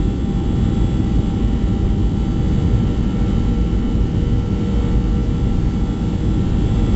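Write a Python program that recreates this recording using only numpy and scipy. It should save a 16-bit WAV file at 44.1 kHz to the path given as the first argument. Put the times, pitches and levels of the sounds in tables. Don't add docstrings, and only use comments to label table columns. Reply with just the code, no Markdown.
import sys
import numpy as np
from scipy import signal
from scipy.fft import rfft, irfft, next_fast_len
from scipy.io import wavfile
from scipy.ndimage import uniform_filter1d

SR = 44100
rng = np.random.default_rng(int(sys.argv[2]) if len(sys.argv) > 2 else 0)


def store_pcm(level_fs):
    pcm = np.round(np.clip(level_fs, -1, 1) * 32767).astype(np.int16)
    wavfile.write(sys.argv[1], SR, np.atleast_2d(pcm).T)


N = 306495

# t/s, strength/dB
GUST_STRENGTH = [(0.0, -1.0), (0.2, -2.5), (0.7, 2), (1.6, 0), (1.8, 0), (2.0, -2.5), (2.65, 2.5), (3.0, 1),
                 (3.3, 3), (3.6, -1.5), (3.9, 0.5), (4.45, -1.5), (4.8, 4), (5.0, -1.0), (6.45, 0.5),
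                 (6.95, 4.5)]
GUST_RESPONSE = {"buzz": 0.48, "roar": .4, "rush": 0.73, "hiss": .25}
# shaft multiple, relative level/dB
BUZZ_TONES = [(3, -35), (4, -38), (5, -42), (8, -59), (11, -52), (12, -56), (13, -61), (14, -61), (15, -55),
              (16, -62), (18, -62), (19, -59), (20, -68), (21, -66), (22, -67), (23, -57), (24, -65),
              (25, -57), (26, -65), (27, -64), (29, -68), (30, -71), (31, -75), (32, -66), (33, -71),
              (34, -60), (35, -61), (36, -59), (37, -59), (39, -60), (40, -56), (41, -65), (42, -67),
              (44, -72), (45, -72), (46, -65), (47, -64), (48, -61), (49, -64), (50, -69), (51, -72),
              (55, -68), (56, -71)]
LOBE_ORDERS = (6, 10, 17, 28, 38, 43)
# mean level/dB, swing/dB, loudest at t/s, period/s, gust share in dB per dB
LOBE_SWINGS = [(-44.5, 7.5, 4.53, 10, 1.0), (-45.5, 2, 0.3, 10, 0.6), (-49.3, 1.1, 7.9, 13, 0.7),
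               (-61, 3, 4.9, 11, 1.5), (-55, 3.5, 3.0, 8, .5), (-54.5, 3.5, 0.47, 6.9, 0.84)]
# f/Hz, level/dB
CORE_TONES = [(2329, -70.5), (2371, -67.5), (4644, -64), (4703, -71.5)]
# f/Hz, relative spectral level/dB
BOOM_SPECTRUM = [(10, -33.5), (18, -21), (24, -10), (40, -17), (49, 1), (54, -2), (61, -4.5), (72, -15.5),
                 (100, -28.5)]
RUMBLE_SPECTRUM = [(55, -26.5), (76, -1.5), (92, -0.5), (116, -1), (135, -6), (190, -28.5)]
ROAR_SPECTRUM = [(105, -20.5), (145, -2), (168, 1.5), (200, 2), (255, -5), (295, -9), (360, -19.5),
                 (460, -23), (650, -44.5)]
PANEL_SPECTRUM = [(240, -24.5), (295, -2), (322, -2), (355, -6), (400, -12), (480, -25.5)]
# t/s, relative level/dB
BOOM_ENVELOPE = [(0.0, -18.5), (0.25, -25), (0.45, -21), (1.9, -19), (2.2, -21.5), (3.0, -20.0),
                 (3.25, -21.5), (3.45, -18.5), (4.35, -20), (4.65, -26), (4.85, -16.5), (5.05, -18),
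                 (5.35, -21.5), (5.55, -18), (6.1, -25), (6.3, -20.5), (6.75, -19.5), (6.95, -17)]
RUMBLE_ENVELOPE = [(0.0, -22), (0.25, -27), (0.6, -20.0), (1.6, -24), (1.85, -19.5), (2.2, -24.5),
                   (2.75, -17.5), (3.1, -27.5), (3.35, -19), (3.6, -26.5), (4.35, -20), (4.55, -23.5),
                   (5.65, -22.5), (5.9, -27.5), (6.45, -19.5), (6.95, -22)]
PANEL_ENVELOPE = [(0, -29.5), (1, -28), (1.7, -31.5), (2.9, -30), (4, -31.5), (5.3, -33), (5.9, -32.5),
                  (6.35, -28.5), (6.95, -29.5)]
# f/Hz, relative spectral level/dB
RUSH_SPECTRUM = [(300, -14), (450, 2), (560, -1.5), (680, -8), (790, -4.5), (910, -9), (1150, -12.5),
                 (1350, -13.5), (1550, -17), (2000, -17.5), (2450, -22), (3000, -18), (3700, -22),
                 (5400, -44.5)]
HISS_SPECTRUM = [(800, -10), (2000, -0.5), (3500, 0), (4300, 1.5), (5600, 0)]


def undb(db):
    return 10 ** (np.asarray(db) / 20)


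def curve(table):
    return np.interp(np.arange(N) / SR, *np.transpose(table))


def wander(rate_hz):
    points, control_hz = 2048, 200
    hz = np.fft.rfftfreq(points, 1 / control_hz)
    drift = irfft(rfft(rng.standard_normal(points)) * np.exp(-.5 * (hz / rate_hz) ** 2))
    return np.interp(np.arange(N) / SR * control_hz, np.arange(points), drift / drift.std())


def tone(turns, scatter, fade_hz):
    angle = 2 * np.pi * (turns + rng.random())
    in_phase = (1 + scatter * wander(fade_hz)) * np.sin(angle)
    quadrature = scatter * wander(fade_hz) * np.cos(angle)
    return (in_phase + quadrature) / np.sqrt(.5 + scatter ** 2)


def fan(t, gust_db):
    shaft_hz = 79.1 + .04 * wander(.7)
    turns = np.cumsum(shaft_hz) / SR
    turns += .0005 * wander(12)
    flutter_db = .78 * wander(11)
    rasp_db = GUST_RESPONSE["buzz"] * gust_db + flutter_db
    buzz = lobes = 0
    for order, db in BUZZ_TONES:
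        inflow_share = min(order / 22, 1)
        buzz += undb(db + inflow_share * rasp_db) * tone(order * turns, scatter=.32, fade_hz=2.4)
    for order, (mean_db, swing_db, loudest_s, period_s, gust_share) in zip(LOBE_ORDERS, LOBE_SWINGS):
        sweep_db = swing_db * np.cos(2 * np.pi * (t - loudest_s) / period_s)
        level_db = mean_db + sweep_db + gust_share * gust_db + flutter_db
        lobes += undb(level_db) * tone(order * turns, scatter=.18, fade_hz=2.9)
    return undb(-.36) * buzz + lobes


def core_whine(t):
    return sum(undb(db) * tone(hz * t, scatter=.63, fade_hz=1.9) for hz, db in CORE_TONES)


def turbulence(spectrum, even_s):
    size = next_fast_len(N)
    hz, db = np.transpose(spectrum)
    log_hz = np.log(np.fft.rfftfreq(size, 1 / SR) + 1e-9)
    gain = undb(np.interp(log_hz, np.log(hz), db, left=-np.inf, right=-np.inf))
    noise = irfft(rfft(rng.standard_normal(size)) * gain, size)[:N]
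    return noise / np.sqrt(uniform_filter1d(noise ** 2, int(even_s * SR)))


def airframe(t, gust_db):
    boom = undb(curve(BOOM_ENVELOPE) + .4) * turbulence(BOOM_SPECTRUM, even_s=.25)
    rumble = undb(curve(RUMBLE_ENVELOPE) + .36) * turbulence(RUMBLE_SPECTRUM, even_s=.2)
    roar_db = -22 - .08 * t + GUST_RESPONSE["roar"] * gust_db
    roar = undb(roar_db) * turbulence(ROAR_SPECTRUM, even_s=.29)
    panel = undb(curve(PANEL_ENVELOPE) - .6) * turbulence(PANEL_SPECTRUM, even_s=.38)
    return boom + rumble + roar + panel


def airflow(t, gust_db):
    rush_db = -38.5 + .06 * t + GUST_RESPONSE["rush"] * gust_db
    rush = undb(rush_db) * turbulence(RUSH_SPECTRUM, even_s=.13)
    hiss_db = -50.5 + .23 * t + GUST_RESPONSE["hiss"] * gust_db + .31 * wander(9)
    hiss = undb(hiss_db) * turbulence(HISS_SPECTRUM, even_s=.55)
    return rush + hiss


def scene():
    t = np.arange(N) / SR
    gust_db = curve(GUST_STRENGTH)
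    return (fan(t, gust_db) + core_whine(t) + airframe(t, gust_db) + airflow(t, gust_db))[None]


def record(dry):
    hold_samples, top_hz = 4, 7680
    size = next_fast_len(N)
    below_half_rate = np.fft.rfftfreq(size) < .5 / hold_samples
    band = irfft(rfft(dry, size) * below_half_rate, size)
    held = np.repeat(band[:, ::hold_samples], hold_samples, axis=1)[:, :N]
    steep_lowpass = signal.ellip(14, .2, 80, top_hz, fs=SR, output="sos")
    return signal.sosfilt(steep_lowpass, held)


dry = scene()
out = record(dry)
store_pcm(out)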